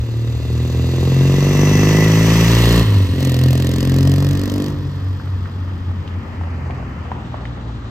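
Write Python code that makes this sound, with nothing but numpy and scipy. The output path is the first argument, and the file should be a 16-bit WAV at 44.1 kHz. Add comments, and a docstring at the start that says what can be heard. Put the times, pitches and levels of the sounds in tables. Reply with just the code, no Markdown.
"""A twin-cylinder motorcycle speeds up along a street, passes close by, shifts up and pulls away.
Each firing makes an exhaust pipe boom, bark and rasp, over the clatter of the engine and the tyres.
Then the throttle shuts and the bike burbles into the distance. Warehouse walls throw the sound back,
and oncoming traffic swells, with a pickup knocking over the joints of the concrete road."""
import sys
import numpy as np
from scipy import signal
from scipy.fft import rfft, irfft
from scipy.io import wavfile
from scipy.ndimage import uniform_filter1d, map_coordinates

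SR = 44100
rng = np.random.default_rng(int(sys.argv[2]) if len(sys.argv) > 2 else 0)


def to_wav(sig):
    """Store sig (one row per channel, or 1-D mono) as 16-bit WAV at the path in sys.argv[1].

    Samples outside -1..1 are clipped; the rate is SR.
    """
    pcm = np.clip(np.atleast_2d(sig), -1, 1) * 32767
    pcm = np.round(pcm).astype(np.int16)
    wavfile.write(sys.argv[1], SR, pcm.T)  # frames by channels


N = 348390
TIME = np.arange(N) / SR
FREQS = np.fft.rfftfreq(N, 1 / SR)
PASS_S, ROAD_M_PER_S, NEAREST_M = 2.602, 12.35, 9.06  # the bike rides past in a straight line
AIMED_M = 7  # this far past, its pipes point at the listener

# Engine firings per second, as heard: t/s, f/Hz
FIRING_RATE = [(0, 37.91), (0.3, 38.5), (0.65, 40.85), (1, 43.41), (1.25, 45.54), (1.72, 50.14), (2, 52.69),
               (2.25, 54.83), (2.55, 57.12), (2.8, 58.08), (2.88, 52.82), (3.11, 43.62), (3.24, 44.77),
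               (3.32, 42.18), (3.6, 43.27), (3.9, 44.49), (4.28, 47.17), (4.68, 49.29), (4.82, 45.87),
               (5.05, 47.25), (6, 44.38), (7.9, 38.14)]
# How much louder left is than right, for the bike's front, its tail and the traffic: f/Hz, level/dB
PAN_FRONT = [(60, 15), (92, -1), (140, 15), (210, 12), (330, -11.5), (500, 10), (770, 1.5), (1170, 3),
             (1790, 0), (2740, -8), (4190, 2), (6410, 15.5), (9810, 0.5), (15000, -3)]
PAN_BEHIND = [(60, 2), (92, 14), (140, 5), (210, -7.5), (330, 2), (500, 11.5), (770, 1), (1170, 8),
              (1790, -0.5), (2740, -8.5), (4190, 3), (6410, 0), (9810, 0), (15000, 1)]
PAN_TRAFFIC = [(60, 9), (110, 1), (200, 1.5), (380, 1.5), (700, 4.5), (1290, 2.5), (2380, -2), (4400, 0),
               (8120, -0.5), (15000, -1)]


def motorcycle():
    """All parts of the bike follow one crankshaft, which runs slightly unevenly."""
    # Engine loudness: t/s, then level/dB of harmonics 1, 2, 3 and of the bark
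    engine_levels = [(0.0, -47, -21, -19.5, -36), (0.7, -38, -23, -20, -27), (1.0, -39, -20, -16, -22.5),
                     (1.4, -28, -24.5, -15, -19.5), (2.0, -22, -13.5, -15, -12.5),
                     (2.5, -14.5, -7, -11.5, -14.5), (2.8, -12, -9, -16.5, -9.5),
                     (2.86, -26, -10, -17, -24), (2.93, -34.0, -7, -35, -18),
                     (3.08, -28, -11.5, -34.0, -22.5), (3.16, -37, -16, -17, -18.5),
                     (3.25, -35, -18.5, -13, -17), (3.5, -37, -17.5, -7.5, -19),
                     (3.8, -29.5, -18.5, -20.5, -20), (4.1, -35, -17.5, -15.0, -20),
                     (4.35, -31.5, -21, -18, -23.5), (4.55, -34.0, -23.5, -42, -20.5),
                     (4.7, -34, -30, -21.5, -25), (4.8, -38, -27, -28, -37.5),
                     (5.05, -46.5, -25, -35, -36.5), (5.6, -51, -24, -45, -43),
                     (6.4, -53, -23.5, -41.5, -43.5), (7.0, -55, -33.0, -43.5, -44),
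                     (7.9, -57.5, -39, -51, -51)]
    *boom_db, bark_db = curves(engine_levels)
    firing_hz, = curves(FIRING_RATE)
    cycles = np.cumsum(firing_hz) / SR + .635 + .002 * wander(25)  # a firing at each whole number
    _, _, aimed = ride()
    depth = .14 + .21 * aimed  # how much each firing stands out in the clatter and tyre noise
    throb = np.sqrt(1 - depth + depth * puff(cycles, at=.04, width=.12, uneven_db=1, softness=.5))
    tyres = bike_tyres()
    exhaust = boom(cycles, boom_db) + bark(cycles, bark_db) + rushing_gas(cycles, aimed, bark_db)
    return exhaust + throb * (clatter(cycles) + tyres)


def boom(cycles, boom_db, lead_cycles=.32):
    """The lowest harmonics make a deep gulp before each firing; it burbles when the throttle shuts."""
    _, shut, _ = ride()
    waver = .054 + .266 * shut
    sound = np.zeros(N)
    for harmonic, db in enumerate(boom_db, 1):
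        gain = gain_of(db) * echo_beating(harmonic) * (1 + waver * wander(23))
        sound -= np.sqrt(2) * gain * np.cos(2 * np.pi * harmonic * (cycles + lead_cycles))
    return sound


def bark(cycles, bark_db, jitter_s=.00005):
    """The two cylinders fire in turn, each ringing its own pipe; no two firings are alike."""
    # A pipe's ring, heard from in front and from behind: f/Hz, level/dB
    pipe_front = [(100, -36.5), (150, -2.5), (200, 2.5), (250, 0.5), (300, -2.5), (365, -2), (420, -5),
                  (470, -5.5), (530, -11), (620, -16), (740, -19.5), (900, -22.5), (1150, -23.5),
                  (1400, -40), (2500, -63)]
    pipe_behind = [(110, -34.5), (175, -6.5), (220, 2.5), (285, 3.5), (320, -9.5), (370, -5.5), (440, -11),
                   (510, -9.5), (600, -27), (690, -22.5), (850, -35), (1300, -44), (2500, -63.5)]
    firings = np.flatnonzero(np.diff(np.floor(cycles))) + 1
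    strength, late = rng.standard_normal((len(firings), 2)).T
    cylinder = cycles[firings].astype(int) % 2
    starts = np.clip(firings + (jitter_s * SR * late).astype(int), 0, N - 1)
    pulses = np.zeros((2, N))
    pulses[cylinder, starts] = gain_of(.55 * strength)
    hz = np.fft.rfftfreq(8192, 1 / SR)
    shadow_db = -2.5 - 10 * np.log10(1 + (hz / 450) ** 2)  # the bike hides the far pipe, dulling it
    front, behind = (ring(pulses[0], look_up(pipe, hz)) + ring(pulses[1], look_up(pipe, hz) + shadow_db)
                     for pipe in (pipe_front, pipe_behind))
    passed = np.clip(ride()[0] / AIMED_M, 0, 1)
    beats = (1 - passed) * front + passed * behind
    delay_s = .01002 - .00041 * TIME  # an upside-down reflection follows each beat
    beats = beats - .36 * np.interp(TIME - delay_s, TIME, beats, left=0)
    return gain_of(bark_db) * beats / np.sqrt(uniform_filter1d(beats ** 2, size=SR // 4) + 1e-12)


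def rushing_gas(cycles, aimed, bark_db):
    """Gas swirls out of the pipes: a low chuff, and a rasp that sharpens as they face the listener."""
    # Tone of the chuff and of the rasp: f/Hz, level/dB
    chuff_tone = [(30, -32), (60, -18), (130, 1), (250, -5.5), (400, -2.5), (550, -4.5), (750, -11),
                  (1200, -33)]
    rasp_tone = [(300, -14), (600, 18.5), (1000, -15), (1500, 3.5), (1900, -3.5), (3000, 8.5), (4800, 8.5),
                 (7500, 4), (10000, 0), (12000, 4), (14500, -5), (16000, 0)]
    # Rasp loudness: level/dB for each cause in riding_level
    rasp_weights = (-35.5, -12, 10, 5.5, -7.5, -6.5)
    chuff = noise(look_up(chuff_tone), PAN_FRONT)
    chuff *= np.sqrt(.2 + .8 * puff(cycles, at=.01, width=.12, uneven_db=2))
    share = .15 + .8 * aimed  # how much of the rasp comes in sharp puffs
    gate = np.sqrt(1 - share + share * puff(cycles, at=.05, width=.1, uneven_db=1.3, softness=.45))
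    rasp = gate * noise(look_up(rasp_tone), PAN_BEHIND, band=(11000, 15500))
    rasp_db = riding_level(rasp_weights) - 1.5 * np.cos(np.pi * cycles)  # one cylinder rasps more
    return gain_of(bark_db - 12.5) * chuff + gain_of(rasp_db) * rasp


def clatter(cycles):
    """Valves and chain rattle the engine cases; the tone changes as the bike shows each side."""
    # Tone of the rattle from four directions: f/Hz, level/dB
    head_on_tone = [(1200, -23), (1550, 4.5), (1900, 7), (2350, 1), (2700, 9), (3100, -1), (3600, 10.5),
                    (4100, 6.5), (4900, 1), (5500, -16), (6200, -4), (6700, -15), (7300, -2.5), (8000, -19),
                    (8800, -49), (12000, -70)]
    front_tone = [(1200, -31), (1550, -3.5), (1800, 7), (2000, 4), (2350, 0), (2700, 1), (3100, 0),
                  (3600, -0.5), (4200, -5), (5100, -8.5), (6000, -5), (6900, -23), (8500, -67),
                  (12000, -79)]
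    side_tone = [(1200, -48), (1500, -4), (1850, 8), (2200, 1), (2400, -6.5), (2700, 4), (3300, 2.5),
                 (4200, 4.5), (5000, -9), (6500, -36), (8500, -11), (12000, -18)]
    tail_tone = [(1200, -28), (1550, 4.5), (1850, 12), (2300, -1), (2650, -1), (3300, 6), (5000, 1.5),
                 (8000, -45.5), (12000, -41)]
    # Rattle loudness: level/dB for each cause in riding_level
    clatter_weights = (-24, -10.5, 14, -1.5, -5, 1.5)
    clatter_db = riding_level(clatter_weights)
    band = (1600, 3200)
    head_on, front = (noise(look_up(tone), PAN_FRONT, band) for tone in (head_on_tone, front_tone))
    side, tail = (noise(look_up(tone), PAN_BEHIND, band) for tone in (side_tone, tail_tone))
    angled, turned, gone = ramp(.86, 1.7), ramp(2.46, 2.62), ramp(3.24, 4.13)
    nearing = np.sqrt(1 - angled) * head_on + np.sqrt(angled) * front
    rattle = np.sqrt(1 - turned) * nearing + np.sqrt(turned * (1 - gone)) * side + np.sqrt(gone) * tail
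    taps = np.sqrt(.58 + .17 * puff(2 * cycles, at=.21, width=.77, uneven_db=1.5))
    return gain_of(clatter_db) * rattle * taps + cooling_fins(cycles, clatter_db)


def cooling_fins(cycles, clatter_db):
    """Valve knocks set the cooling fins ringing; the ring sinks in pitch as the bike passes."""
    # Notes of the fins and cases: f/Hz, width/Hz, level/dB
    notes = [(1935, 45, 0), (2610, 40, -3), (5750, 400, -13)]
    along_m, _, _ = ride()
    powers = [gain_of(db) ** 2 / (1 + ((FREQS - hz) / width) ** 2) ** 2 for hz, width, db in notes]
    sent_at = np.arange(N) - SR * (np.hypot(along_m, NEAREST_M) - NEAREST_M) / 343  # sound: 343 m/s
    rings = []
    for power in (powers[0], sum(powers[1:])):
        sound = noise(10 * np.log10(power), PAN_FRONT) * np.sqrt(power.sum() / sum(powers).sum())
        rings.append([map_coordinates(channel, [sent_at], order=3, mode="wrap") for channel in sound])
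    low, high = np.array(rings)
    flare = gain_of(10.5 * bump(along_m, -7, .92))  # the lowest note's sideways beam sweeps past
    knocks = np.sqrt(.55 + .45 * puff(cycles, at=.75, width=.2, uneven_db=1))
    facing_db = 8.5 * engine_in_view() - 2.5 * ramp(.88, PASS_S)  # the fins beam forwards
    return gain_of(clatter_db - 6 + facing_db) * knocks * (flare * low + high)


def bike_tyres():
    """The bike's tyres roar on the road."""
    # Tone of the roar: f/Hz, level/dB
    tone = [(450, -35), (620, -20), (800, -10), (950, 0), (1150, -1), (1350, -6), (1550, -13), (2100, -35),
            (3500, -80)]
    # Its loudness: level/dB for each cause in riding_level
    tyre_weights = (-29.5, -7.5, 24.5, 1, -1.5, -1)
    level_db = riding_level(tyre_weights) + 1.5 * engine_in_view() + .42 * wander(40)
    return gain_of(level_db) * noise(look_up(tone), PAN_FRONT)


def ride(twist_s=.061):
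    """Metres past the listener, how shut the throttle is (0-1), how aimed the working pipes are (0-1)."""
    # Throttle off for the gear change, then to coast away: shuts t/s, opens t/s
    throttle_off = [(2.787, 3.17), (4.671, 9)]
    along_m = ROAD_M_PER_S * (TIME - PASS_S)
    shut = sum(ramp(off, off + twist_s) - ramp(on, on + twist_s) for off, on in throttle_off)
    aimed = (1 - shut) * np.clip(along_m / AIMED_M, 0, 1)
    return along_m, shut, aimed


def riding_level(weights, cruise_hz=50):
    """A part's level in dB: a base value plus weighted causes (distance, revs, direction, throttle)."""
    along_m, shut, _ = ride()
    distance_m = np.hypot(along_m, NEAREST_M)
    behind = np.maximum(along_m / distance_m, 0) ** 2
    revs = np.log2(curves(FIRING_RATE)[0] / cruise_hz)
    causes = [np.ones(N), np.log2(distance_m / NEAREST_M), revs, behind, shut, shut * behind]
    fade_db = -4 * ramp(2.9, 13)  # the bike fades a little more as it rides away
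    return np.array(weights) @ np.array(causes) + fade_db


def engine_in_view():
    """Rises to 1 where wheel and rider no longer hide the approaching engine."""
    return bump(ride()[0], centre=-10.5, width=6.9)


def echo_beating(harmonic, fade_s=.11):
    """One harmonic of the boom swells and dips as its wall echo drifts in and out of step."""
    # Spells of beating: harmonic, two edge times t/s (reversed order flips the echo),
    # beat reference t/s, period/s, echo share
    spells = [(2, 1.3, 0.93, 0.2, 0.195, 0.24), (2, 4.5, 9, 5.07, 0.2816, 0.46)]
    gain = np.ones(N)
    for which, edge_a, edge_b, reference, period, echo in spells:
        if round(which) == harmonic:
            window = ramp(edge_a, edge_a + fade_s) - ramp(edge_b, edge_b + fade_s)
            gain *= abs(1 + echo * window * np.exp(2j * np.pi * (TIME - reference) / period))
    return gain


def road_joints(width_hz=330, fade_s=.06):
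    """The pickup's tyres slap the joints: each gives a sharp knock and a short burst of tread noise."""
    # Slaps: t/s, level/dB, f/Hz
    slaps = [(5.199, -27, 1200), (5.274, -30, 1400), (5.457, -25, 1350), (5.678, -29, 1030),
             (5.915, -29, 900), (6.077, -30, 3000), (6.412, -20, 800), (6.436, -24, 1100),
             (6.473, -24, 700), (6.66, -25, 650), (6.701, -19, 700), (6.708, -28, 2200), (6.827, -22, 780),
             (7.055, -23, 620), (7.117, -14, 850), (7.184, -27, 760), (7.343, -15, 780), (7.412, -26, 600),
             (7.454, -24, 1900)]
    track, t = np.zeros((2, N)), np.arange(SR // 10) / SR
    stereo_phase = np.array([[.4], [-.4]])
    for start_s, db, hz in slaps:
        envelope = np.exp(-np.pi * width_hz * t) * (1 - np.exp(-t * hz * 4))
        knock = envelope * np.sin(2 * np.pi * hz * t + stereo_phase)
        bandpass = signal.butter(2, [hz * .7, hz * 1.4], "band", fs=SR)
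        tread = unit_level(signal.lfilter(*bandpass, rng.standard_normal((2, len(t)))))
        slap = gain_of(db + 6) * (knock + .16 * tread * gain_of(-60 * t / fade_s))
        slot = track[:, round(start_s * SR):][:, :len(t)]
        slot += slap[:, :slot.shape[1]]
    return track


def traffic_tyres():
    """The tyres of oncoming vehicles swell and fade over the wash of distant streets."""
    # Vehicles: loudest t/s, half width/s, then level/dB of roar, rush and hiss
    vehicles = [(6.85, 0.99, -44, -44, -55), (7.95, 0.7, -47, -71, -54.5)]
    # Distant streets: level/dB of roar, rush and hiss
    distant_db = (-76, -53.5, -61)
    # Tone of each layer of tyre noise: f/Hz, level/dB
    roar = [(300, -8.5), (500, 1.5), (700, -2), (880, 1), (1200, -14), (2000, -54)]
    rush = [(600, -22), (950, -2), (1200, 3.5), (1500, -3.5), (1850, -3), (2300, -13.5), (3300, -15.5),
            (5000, -63.5)]
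    hiss = [(2200, 6), (3600, 12), (4500, 3), (5500, 1), (7000, -2.5), (8500, -9), (10000, -33),
            (12500, -29), (15500, -45), (16500, -55.5)]
    whirr = [(1300, -32), (1750, 0.5), (2200, -2), (2750, -6), (3100, -4.5), (3500, -42)]
    power = gain_of(distant_db)[:, None] ** 2
    for loudest_s, width_s, *db in vehicles:
        power = power + gain_of(db)[:, None] ** 2 / (1 + ((TIME - loudest_s) / width_s) ** 2)
    roar_gain, rush_gain, hiss_gain = np.sqrt(power)
    sound = roar_gain * gain_of(2.2 * wander(27)) * noise(look_up(roar), PAN_TRAFFIC, direct=.087)
    sound += rush_gain * gain_of(wander(17)) * noise(look_up(rush), PAN_TRAFFIC, direct=.026)
    sound += hiss_gain * gain_of(.96 * wander(30)) * noise(look_up(hiss), PAN_TRAFFIC, direct=.37)
    facing = bump(TIME, 6.64, .57 * np.sqrt(2))  # the pickup's tyres point at the listener
    sound += gain_of(-49) * facing * noise(look_up(whirr), PAN_TRAFFIC, direct=.11)
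    return road_reflection(sound)


def road_reflection(sound, width_hz=480):
    """Sound bouncing off the road cuts or lifts one band, which moves as the pickup nears."""
    # The moving band: t/s, f/Hz, level/dB
    band = [(5, 2392, -3), (5.6, 2660, 1), (6, 3800, 0), (6.4, 3464, -6), (6.7, 3330, -12), (7, 3650, -5),
            (7.35, 4200, 3.5)]
    hz, t, spectrum = signal.stft(sound, SR, nperseg=512)
    band_hz, band_db = curves(band, t)
    spectrum *= gain_of(band_db * bump(hz[:, None], band_hz, width_hz))
    return signal.istft(spectrum, SR, nperseg=512)[1][:, :N]


def traffic_engines():
    """The pickup's engine hums over the rumble of traffic and the drone of distant engines."""
    # The pickup's hum: t/s, f/Hz, level/dB
    pickup = [(4.7, 130.3, -35), (6.2, 131.2, -42.5), (6.8, 127.2, -27.5), (7.3, 120.7, -33),
              (7.6, 117.5, -28.5), (7.9, 112.7, -30.5)]
    # Tone of the rumble and of the drone: f/Hz, level/dB
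    rumble_tone = [(18, -63), (30, -39), (43, -31), (96, 5.5), (118, 1), (178, 0), (259, -1), (346, -10.5),
                   (373, -9), (523, -23), (600, -29), (780, -72), (1320, -120)]
    drone_tone = [(35, -23), (55, 9), (68, 5.5), (82, 18), (120, -49)]
    rumble = gain_of(-43 + 11 * ramp(3.7, 5.9)) * noise(look_up(rumble_tone), PAN_TRAFFIC)
    hum_hz, hum_db = curves(pickup)
    phase = 2 * np.pi * np.cumsum(hum_hz * (1 + .014 * wander(15.5))) / SR
    hum = gain_of(hum_db + 1.5 * wander(6)) * (np.sin(phase) + np.sin(phase / 2))
    drone = gain_of(-33 - 1.1 * TIME) * noise(look_up(drone_tone), PAN_TRAFFIC)
    return hum + rumble + drone


def wall_echoes(sound):
    """The walls scatter echoes, nearly alike on left and right in the bass."""
    # Time an echo takes to fade by 60 dB: f/Hz, t/s
    fade_times = [(80, 0.8), (400, 0.98), (2000, 0.24), (10000, 0.11)]
    echoes = rng.choice([-1., 1.], (2, SR)) * (rng.random((2, SR)) < 1 / 20)
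    echoes[:, :SR // 40] = 0  # nothing returns in the first 25 ms
    hz, t, spectrum = signal.stft(echoes, SR, nperseg=256)
    same = 1 / (1 + (hz[:, None] / 600) ** 2)
    spectrum[1] = same * spectrum[0] + np.sqrt(1 - same ** 2) * spectrum[1]
    spectrum *= gain_of(-60 * t / look_up(fade_times, hz)[:, None])
    tail = signal.istft(spectrum, SR, nperseg=256)[1]
    return signal.fftconvolve(sound.mean(0)[None], tail / np.linalg.norm(tail[0]), axes=1)[:, :N]


def noise(tone_db, pan, band=None, direct=1):
    """Stereo noise of level 1 (within band, in Hz, if given); less direct makes the sides less alike."""
    # How far the right side lags the left: f/Hz, phase/rad
    lag = [(0, 0), (1200, .2), (1500, -1), (2400, -.3), (2900, 1.7), (3700, 2.5), (4600, 1.3), (5400, -1.4),
           (6500, -.2), (8300, -1.1), (9200, -2.8), (10400, -3.2), (11500, -4.4), (12700, -6.28),
           (14300, -6.28), (15800, -8.8)]
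    # How alike the sides are: f/Hz, likeness (0-1)
    likeness = [(100, 1), (400, .95), (1000, .8), (3000, .8), (4500, .7), (5300, .45), (7500, .55),
                (9800, .98), (11800, .8), (13300, .98), (15500, .7)]
    shared, separate = rfft(rng.standard_normal((2, N)))
    same = np.clip(direct * look_up(likeness), 0, 1) ** .5
    tilt = gain_of(look_up(pan) / 2)
    right = (same * shared + np.sqrt(1 - same ** 2) * separate) * np.exp(-1j * look_up(lag))
    spectrum = np.array([shared * tilt, right / tilt]) * gain_of(tone_db)
    inside = 1 if band is None else (FREQS > band[0]) & (FREQS < band[1])
    return irfft(spectrum, N) / irfft(spectrum.mean(0) * inside, N).std()


def puff(cycles, at, width, uneven_db, softness=1):
    """One burst of power each cycle, quick to rise and slower to die, no two alike; average 1."""
    count, place = np.divmod(cycles - at + 1, 1)
    sizes = gain_of(uneven_db * rng.standard_normal(int(count.max()) + 1))
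    return unit_level(sizes[count.astype(int)] * place ** softness * np.exp(-place / width)) ** 2


def ring(pulses, tone_db):
    """Each pulse starts a ring of this tone, with a sharp front and nothing before it."""
    log_gain = np.log(gain_of(tone_db))
    mirrored = np.r_[log_gain, log_gain[-2:0:-1]]
    one_ring = np.fft.ifft(np.exp(signal.hilbert(mirrored).conj())).real
    return signal.oaconvolve(pulses, one_ring[:len(log_gain)])[:N]


def wander(rate_hz):
    """A random drift of level 1, mostly slower than rate_hz."""
    return unit_level(irfft(rfft(rng.standard_normal(N)) / (1 + (FREQS / rate_hz) ** 4), N))


def ramp(start_s, end_s):
    """Rises from 0 to 1 between two moments."""
    return np.clip((TIME - start_s) / (end_s - start_s), 0, 1)


def bump(x, centre, width):
    """A bell curve that reaches 1 at the centre."""
    return np.exp(-((x - centre) / width) ** 2)


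def curves(table, t=TIME):
    """Each column of a time table, joined up with straight lines."""
    times, *columns = np.transpose(table)
    return [np.interp(t, times, column) for column in columns]


def look_up(table, hz=FREQS):
    """A frequency table's value at each hz, joined up on a log scale."""
    freqs, values = np.transpose(table)
    return np.interp(np.log(hz + 1), np.log(freqs + 1), values)


def gain_of(db):
    """Decibels to amplitude."""
    return 10 ** (np.asarray(db) / 20)


def unit_level(x):
    """Scales a signal to an average (rms) level of 1."""
    return x / np.sqrt(np.mean(x ** 2) + 1e-20)


def scene():
    """Bike, knocks and traffic; the bike has the smallest share of echo when it is close."""
    bike, knocks = motorcycle(), road_joints()
    echo_db = -14 - 9 * ramp(0, 1.3) + 6 * ramp(3.3, 4.6)
    echoes = wall_echoes(gain_of(echo_db) * bike + gain_of(-13) * knocks)
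    return bike + knocks + echoes + traffic_tyres() + traffic_engines()


def record(dry):
    """The microphone cuts deep bass, turns the loud pass down, rounds off peaks and cuts top treble."""
    threshold_db, squeeze, recover_db_per_s, ceiling = -10.5, .93, 6, .92
    thinned = signal.sosfiltfilt(signal.butter(4, 33, "high", fs=SR, output="sos"), dry)
    power_db = 10 * np.log10(abs(uniform_filter1d((thinned ** 2).mean(0), size=SR // 10)) + 1e-12)
    recovery_db = recover_db_per_s * TIME
    held_db = np.maximum.accumulate(power_db + recovery_db) - recovery_db
    ducked = thinned / gain_of(squeeze * np.maximum(held_db - threshold_db, 0))
    rounded = ducked / (1 + (ducked / ceiling) ** 8) ** (1 / 8)
    lowpass = signal.firwin(511, 15900, window=("kaiser", 9), fs=SR)
    return signal.oaconvolve(rounded, lowpass[None], "same")


dry = scene()
out = record(dry)
to_wav(out)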